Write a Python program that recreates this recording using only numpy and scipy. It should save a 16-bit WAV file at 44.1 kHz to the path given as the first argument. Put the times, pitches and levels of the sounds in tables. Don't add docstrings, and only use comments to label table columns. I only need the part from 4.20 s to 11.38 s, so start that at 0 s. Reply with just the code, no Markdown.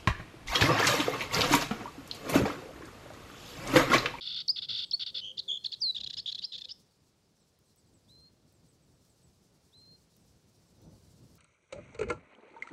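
import sys
import numpy as np
from scipy import signal
from scipy.fft import rfft, irfft
from scipy.io import wavfile
from scipy.ndimage import uniform_filter1d

SR = 44100
rng = np.random.default_rng(int(sys.argv[2]) if len(sys.argv) > 2 else 0)


def wav_out(sig):
    wavfile.write(sys.argv[1], SR, np.round(np.clip(np.atleast_2d(sig).T, -1, 1) * 32767).astype(np.int16))


N = 316638

# frequency in Hz, relative gain in dB.
THROAT_GAIN = [(700, -61), (1450, -21), (2300, -21.5), (2900, -8.5), (3500, 5.5), (3900, -3), (4400, 0),
               (5100, -6.5), (5700, -16), (6100, -28.5), (6700, -26.5), (7700, -38.5), (8800, -62.5),
               (12000, -67)]
RASP_HZ = 912
SLUR_ROUGH, FLOURISH_ROUGH = .14, .25


def undb(db):
    return 10 ** (np.asarray(db) / 20)


def colour(hz, table):
    table_hz, table_db = np.transpose(table)
    return undb(np.interp(np.log(np.maximum(hz, 1)), np.log(table_hz), table_db))


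def slow(size, hz):
    k = max(int(SR / hz), 2)
    wander = rng.standard_normal(size + 4 * k)
    wander = uniform_filter1d(uniform_filter1d(wander, k), k)
    return wander[2 * k:2 * k + size] * np.sqrt(1.5 * k)


def noise(table):
    spectrum = rfft(rng.standard_normal(N))
    hz = np.arange(N // 2 + 1) * SR / N
    hiss = irfft(spectrum * colour(hz, table), N)
    return hiss / hiss.std()


def add(out, s, x):
    i = int(s * SR)
    out[i:i + len(x)] += x[:N - i]


def edges(size, rise_s, fall_s):
    t = np.arange(size) / SR
    ramp = np.clip(np.minimum(t / rise_s, t[::-1] / fall_s), 0, 1)
    return np.sin(np.pi / 2 * ramp) ** 2


def tone(hz, octave_db, rough):
    phase = 2 * np.pi * (np.cumsum(hz) / SR + rng.random())
    octave = undb(octave_db) * colour(2 * hz, THROAT_GAIN) * np.sin(2 * phase)
    flutter = 1 + rough * slow(len(hz), 500)
    return np.sqrt(2) * (np.sin(phase) + octave) * flutter


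def slur(length, start_hz, mid_hz, end_hz, db, peak, rough):
    u = np.linspace(0, 1, int(length * SR))
    hz = np.polyval(np.polyfit([0, .5, 1], [start_hz, mid_hz, end_hz], deg=2), u)
    hz = hz * (1 + 0.039 * rough * slow(len(u), 160))
    bend = np.log(.5) / np.log(np.clip(peak, .1, .9))
    swell = np.sin(np.pi * u ** bend) ** 0.99
    return undb(db) * swell * tone(hz, -1, rough)


def stack(hz, rough, bright_db, beak_hz, beak_db):
    beak_width_hz = 450
    phase = 2 * np.pi * np.cumsum(hz) / SR
    voice = 0
    for k in range(1, 17):
        tilt_db = bright_db * np.log2(np.maximum(k * hz / 4500, 1))
        beak_lift_db = beak_db * np.exp(-((k * hz - beak_hz) / beak_width_hz) ** 2)
        turn = k * phase + rng.uniform(0, 2 * np.pi)
        steady_part = np.sin(turn) * (1 + rough * slow(len(hz), 450))
        loose_part = rough * np.cos(turn) * slow(len(hz), 450)
        gain = colour(k * hz, THROAT_GAIN) * undb(tilt_db + beak_lift_db)
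        voice = voice + gain * (steady_part + loose_part)
    return voice / voice.std()


def rasp(length, start_hz, end_hz, db):
    size = int(length * SR)
    hz = np.linspace(start_hz, end_hz, size) * (1 + 0.0692 * slow(size, 250))
    voice = stack(hz, 0.99, bright_db=11, beak_hz=6640, beak_db=6.5)
    return undb(db) * edges(size, 0.007, 0.006) * voice


def wind_rumble():
    # time in seconds, level in dB before a small random wander.
    gusts = [(0.0, -67), (0.54, -62), (0.68, -68.5), (1.04, -67), (1.48, -72), (1.84, -61.5), (2.2, -70.5),
             (3.58, -72), (3.66, -66.5), (6.04, -67.5), (6.42, -70.5), (6.64, -57.5), (7.18, -63)]
    # frequency in Hz, relative level in dB.
    rumble_spectrum = [(12, -50.5), (20, -17), (82, 1.5), (163, 1.5), (229, -4), (373, -10.5), (424, -15),
                       (455, -10.5), (1500, -34.5), (1950, -68.5), (3300, -120)]
    gust_db = np.interp(np.arange(N) / SR, *np.transpose(gusts))
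    return undb(gust_db + 2.6 * slow(N, 25)) * noise(rumble_spectrum)


def rustling_leaves():
    # frequency in Hz, relative level in dB.
    air_spectrum = [(88, -35.5), (150, -8), (268, -14), (373, -7.5), (453, -10), (540, -13.5), (1940, -23),
                    (3280, -22.5), (4220, -19), (5440, -18.5), (6860, -22), (7860, -22.5), (15500, -34)]
    # time in seconds, change in level in dB.
    leaf_swell = [(0, 0), (1.6, 1.5), (3.2, -2), (4.5, -0.5), (6.4, 0.5), (7.18, 3)]
    air_db = -71.5
    swell_db = np.interp(np.arange(N) / SR, *np.transpose(leaf_swell))
    air = noise(air_spectrum)
    treble = signal.sosfilt(signal.butter(2, 3000, "high", fs=SR, output="sos"), air)
    treble_gain = undb(0.5 * swell_db + 2.07 * slow(N, 38))
    return undb(air_db + swell_db) * (air + (treble_gain - 1) * treble)


def far_twitter():
    out = np.zeros(N)
    for when, pitch, bend, size in rng.random((70, 4)):
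        hz = 4000 + 1750 * pitch
        end_hz = (.9 + .2 * bend) * hz
        add(out, when * N / SR, slur(.03 + .08 * size, hz, hz, end_hz, -89 + 5 * size, .4, 1.2))
    return out


def buzzes():
    # start in seconds, length in seconds, first level in dB, last level in dB, before the wobble.
    buzz_times = [(.006, 0.22, -40.5, -35.5), (.356, 0.046, -38, -34.5), (.416, 0.049, -32.5, -45.5),
                  (.483, .170, -33.5, -36.5), (0.792, 0.0533, -34.5, -36), (.860, 0.054, -32, -50.5),
                  (.941, 0.068, -35.5, -36)]
    base_hz, crest_s, period_s = 700, .009, .0195
    out = np.zeros(N)
    for s, length, first_db, last_db in buzz_times:
        t = np.arange(int(length * SR)) / SR
        turn = 2 * np.pi * (t - crest_s) / period_s + 0.26 * slow(len(t), 40)
        arch = np.cos(turn) + 0.5 * np.sin(2 * turn + 3.32)
        pitch = base_hz * (1 + .075 * arch + .018 * slow(len(t), 500))
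        level_db = np.linspace(first_db, last_db, len(t)) + 1.3 * slow(len(t), 160)
        gain = undb(level_db) * (1 + .15 * np.cos(turn + 0.66)) * edges(len(t), .008, .010)
        beak_hz = 4162 + 560 * np.cos(turn + 1.2)
        add(out, s, gain * stack(pitch, .45, -12, beak_hz, 4.5))
    return out


def slurred_whistles():
    # start in seconds, length in seconds, start, middle and end pitch in Hz,
    # peak level in dB, place of the peak from 0 to 1.
    slur_strokes = [(.278, .009, 6200, 5300, 3700, -26, .72), (.287, .030, 3950, 4880, 5200, -22.8, .45),
                    (.711, .006, 5600, 4800, 4000, -29, .45), (.716, .007, 4200, 3400, 2800, -38, .3),
                    (.718, .014, 5300, 5450, 5400, -43, .4), (.722, .014, 2900, 3400, 4200, -41, .7),
                    (.732, .024, 4100, 4450, 4500, -25, .36)]
    out = np.zeros(N)
    for s, *stroke in slur_strokes:
        add(out, s, slur(*stroke, SLUR_ROUGH))
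    add(out, 0.57, rasp(0.035, RASP_HZ, RASP_HZ, -43.5))
    return out


def far_seeps():
    # start in seconds, level in dB.
    seep_times = [(.648, -70), (3.195, -77), (3.455, -79), (3.569, -73.5), (3.66, -80), (3.735, -72.5),
                  (3.885, -79), (4.0, -80), (4.334, -77), (4.48, -73.5), (4.621, -81), (4.74, -81.5),
                  (4.895, -74), (5.03, -72.5), (5.57, -74), (5.999, -79.5), (6.46, -79), (6.889, -77)]
    top_hz = 8310
    out = np.zeros(N)
    for s, db in seep_times:
        fall = rng.uniform(.12, .25)
        add(out, s, slur(.066, top_hz, (1 - 0.44 * fall) * top_hz, (1 - fall) * top_hz, db, 0.16, 0.4))
    return out


def far_drones():
    # start in seconds, length in seconds, middle pitch in Hz, middle level in dB.
    drone_notes = [(.907, .46, 389, -75), (.91, .48, 525, -74), (1.575, .16, 337.5, -71.5),
                   (2.2, .32, 501, -79.5)]
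    out = np.zeros(N)
    for s, length, hz, db in drone_notes:
        size = int(length * SR)
        gain = undb(db + 4.3 * slow(size, 27.6)) * edges(size, 0.034, 0.045)
        add(out, s, gain * tone(hz + 10 * slow(size, 30), -36, 0.081))
    return out


def trills():
    # start in seconds, length in seconds, opening, main and last pitch in Hz,
    # wobble period in seconds, first level in dB, last level in dB.
    trill_notes = [(1.009, 0.1145, 3062, 3046, 3190, .0097, -39, -41.5),
                   (1.277, .110, 3700, 3356, 3350, .014, -28.5, -38.5)]
    lead_s, lead_db = 0.0332, -6.5
    out = np.zeros(N)
    for s, length, open_hz, hz, last_hz, period, first_db, last_db in trill_notes:
        t = np.arange(int(length * SR)) / SR
        depth = np.clip(1 + (t - lead_s) / 0.025, .5, 1) ** 2
        turn = 2 * np.pi * (t - lead_s) / period + 0.12 * slow(len(t), 60)
        opening = 1 - depth * 0.87 * np.cos(turn / 2) ** 6
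        level_times = [0.38 * lead_s, lead_s + period / 2, length]
        level_db = np.interp(t, level_times, [first_db + lead_db, first_db, last_db])
        fade = undb(level_db + 0.99 * slow(len(t), 59.15))
        track = np.interp(t, [0, .012, lead_s, length], [open_hz, hz, hz, last_hz])
        track = track - depth * 171 * np.cos(turn + 0.56) + 40 * slow(len(t), 119.3)
        add(out, s, fade * opening * edges(len(t), 0.0091, 0.0099) * tone(track, 4, 0.24))
    return out


def syllables():
    # delay in seconds, length in seconds,
    # start, middle and end pitch in Hz, level in dB against the syllable, place of the peak from 0 to 1.
    chip_shape = [(0, .0089, 3660, 4080, 5030, -10, 0.8), (.005, .009, 2794, 3547, 3336, -1, 0.81),
                  (.014, .019, 5086, 4335, 3250, -3.5, .6), (.030, .0032, 4400, 4080, 3630, -17.5, .54)]
    rattle_shape = [(0, 0.011, 3370, 3530, 3540, -5, 0.3), (.005, 0.0099, 4640, 4160, 3750, 2, 0.7)]
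    roll_shape = [(0, .016, 3510, 3710, 3730, -1, .45), (.016, .014, 2915, 3450, 3500, 2, .5),
                  (.032, .010, 2900, 3500, 3750, 2, .5)]
    scratch_shape = [(.0076 * k, .009, 3150, 3600, 4300, -4 * (k % 2), .4) for k in range(6)]
    # start in seconds, level in dB.
    chip_times = [(1.171, -30), (1.439, -29), (1.516, -30.5)]
    rattle_times = [(1.802, -34), (1.833, -37.5), (1.863, -36), (1.897, -40), (1.93, -38.5), (2.116, -35.5),
                    (2.146, -37.5), (2.180, -41), (2.379, -58), (2.41, -43.5), (2.442, -46)]
    roll_times = [(1.747, -32)]
    scratch_times = [(2.060, -34.5), (2.320, -38)]
    # shape, times, level of the rasp in dB
    kinds = ((chip_shape, chip_times, -46.5), (rattle_shape, rattle_times, -43),
             (roll_shape, roll_times, -47), (scratch_shape, scratch_times, -46))
    out = np.zeros(N)
    for shape, sung, rasp_db in kinds:
        for s, db in sung:
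            factor = 1 + .03 * rng.standard_normal()
            for after, length, start_hz, mid_hz, end_hz, part_db, peak in shape:
                late, loud = rng.standard_normal(2) * (.0012, 2)
                pitches = start_hz * factor, mid_hz * factor, end_hz * factor
                add(out, s + after + late, slur(length, *pitches, db + part_db + loud, peak, .28))
            add(out, s - .003, rasp(after + length + 0.0064, 1.08 * RASP_HZ, .92 * RASP_HZ, rasp_db))
    return out


def far_whistles():
    # start in seconds, length in seconds, held pitch in Hz, level in dB.
    whistle_notes = [(1.345, 0.24, 4330, -64), (2.183, 0.24, 4150, -57.5), (3.873, 0.22, 4200, -62),
                     (5.516, 0.254, 4187, -61)]
    snap, snap_s, climb, climb_s = .2, .022, .05, 0.067
    out = np.zeros(N)
    for s, length, hz, db in whistle_notes:
        t = np.arange(int(length * SR)) / SR
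        still_to_climb = snap * np.exp(-(t / snap_s) ** 2) + climb * np.exp(-t / climb_s)
        track = hz * (1 - still_to_climb) + 25 * slow(len(t), 45)
        add(out, s, undb(db) * edges(len(t), 0.034, 0.014) * tone(track, -37, 0.085))
    return out


def long_whistle():
    # time in seconds, pitch in Hz, level in dB.
    whistle_line = [(1.601, 6230, -60), (1.612, 5600, -45), (1.622, 4870, -28), (1.652, 4250, -30),
                    (1.715, 3880, -29.5)]
    s, hz, db = np.transpose(whistle_line)
    t = np.arange(s[0], s[-1], 1 / SR)
    gain = undb(np.interp(t, s, db)) * edges(len(t), .004, .006)
    out = np.zeros(N)
    add(out, s[0], gain * tone(np.interp(t, s, hz), -60, .11))
    return out


def flourishes():
    # start in seconds, top of the upper voice in Hz, its level in dB,
    # top of the sweep in Hz, its level in dB, level of the rasp in dB.
    flourish_notes = [(1.969, 5420, -38, 4850, -37.5, -42.5), (2.219, 5000, -43, 5530, -33, -46.5),
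                      (2.487, 5370, -47, 5670, -39, -49)]
    # delay in seconds, length in seconds, start, middle and end pitch in Hz,
    # level in dB, place of the peak from 0 to 1.
    low_stroke = (.003, .013, 3050, 2930, 3100, -48, .4)
    sweep_after_s, sweep_s = .017, .025
    out = np.zeros(N)
    for s, upper_hz, upper_db, sweep_hz, sweep_db, rasp_db in flourish_notes:
        upper = slur(0.0296, .8 * upper_hz, .94 * upper_hz, upper_hz, upper_db, 0.45, FLOURISH_ROUGH)
        sweep = slur(sweep_s, .63 * sweep_hz, .88 * sweep_hz, sweep_hz, sweep_db, 0.46, FLOURISH_ROUGH)
        add(out, s, upper)
        add(out, s + low_stroke[0], slur(*low_stroke[1:], SLUR_ROUGH))
        add(out, s + sweep_after_s, sweep)
        add(out, s - .004, rasp(sweep_after_s + sweep_s, 0.66 * RASP_HZ, 1.1 * RASP_HZ, rasp_db))
    return out


def twig_ticks():
    # start in seconds, level in dB at the onset, before brightening.
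    tick_times = [(3.3887, -64.5), (3.5598, -64), (4.3241, -66), (4.8504, -69.5), (5.9654, -60),
                  (6.3994, -74), (6.6169, -63.5), (7.1531, -57.5)]
    out = np.zeros(N)
    for s, db in tick_times:
        burst = signal.lfilter([1, -.6], 1, rng.standard_normal(600))
        add(out, s, undb(db) * np.exp(-np.arange(600) / 140) * burst)
    return out


def faint_call():
    call = (6.551, .21, 5800, 6000, 5950, -77, .5)
    out = np.zeros(N)
    add(out, call[0], slur(*call[1:], 0.27))
    return out


def echo(x):
    t = np.arange(SR // 2) / SR
    tail = 0
    for db, t60 in (-17.5, .33), (-27, .6):
        part = rng.standard_normal(len(t)) * undb(-60 * t / t60) * (t > .003)
        tail = tail + undb(db) * part / np.linalg.norm(part)
    return x + signal.fftconvolve(x, tail)[:N]


def scene():
    warbler = buzzes() + slurred_whistles() + trills() + syllables() + long_whistle() + flourishes()
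    far_birds = far_twitter() + far_seeps() + far_drones() + far_whistles() + faint_call()
    heath = wind_rumble() + rustling_leaves() + twig_ticks()
    return (echo(warbler + far_birds) + heath)[None]


def record(dry):
    image_hz, knee, over_knee = 3944, .075, .85
    turn = 2 * np.pi * image_hz * np.arange(N) / SR
    images = dry * 2 * (undb(-40) * np.cos(turn) + undb(-55) * np.cos(2 * turn))
    x = dry + signal.sosfilt(signal.butter(3, 600, "high", fs=SR, output="sos"), images)
    x = np.clip(x, -knee, knee) * (1 - over_knee) + over_knee * x
    return signal.sosfilt(signal.ellip(10, .2, 80, 15700, fs=SR, output="sos"), x)


dry = scene()
out = record(dry)
wav_out(out)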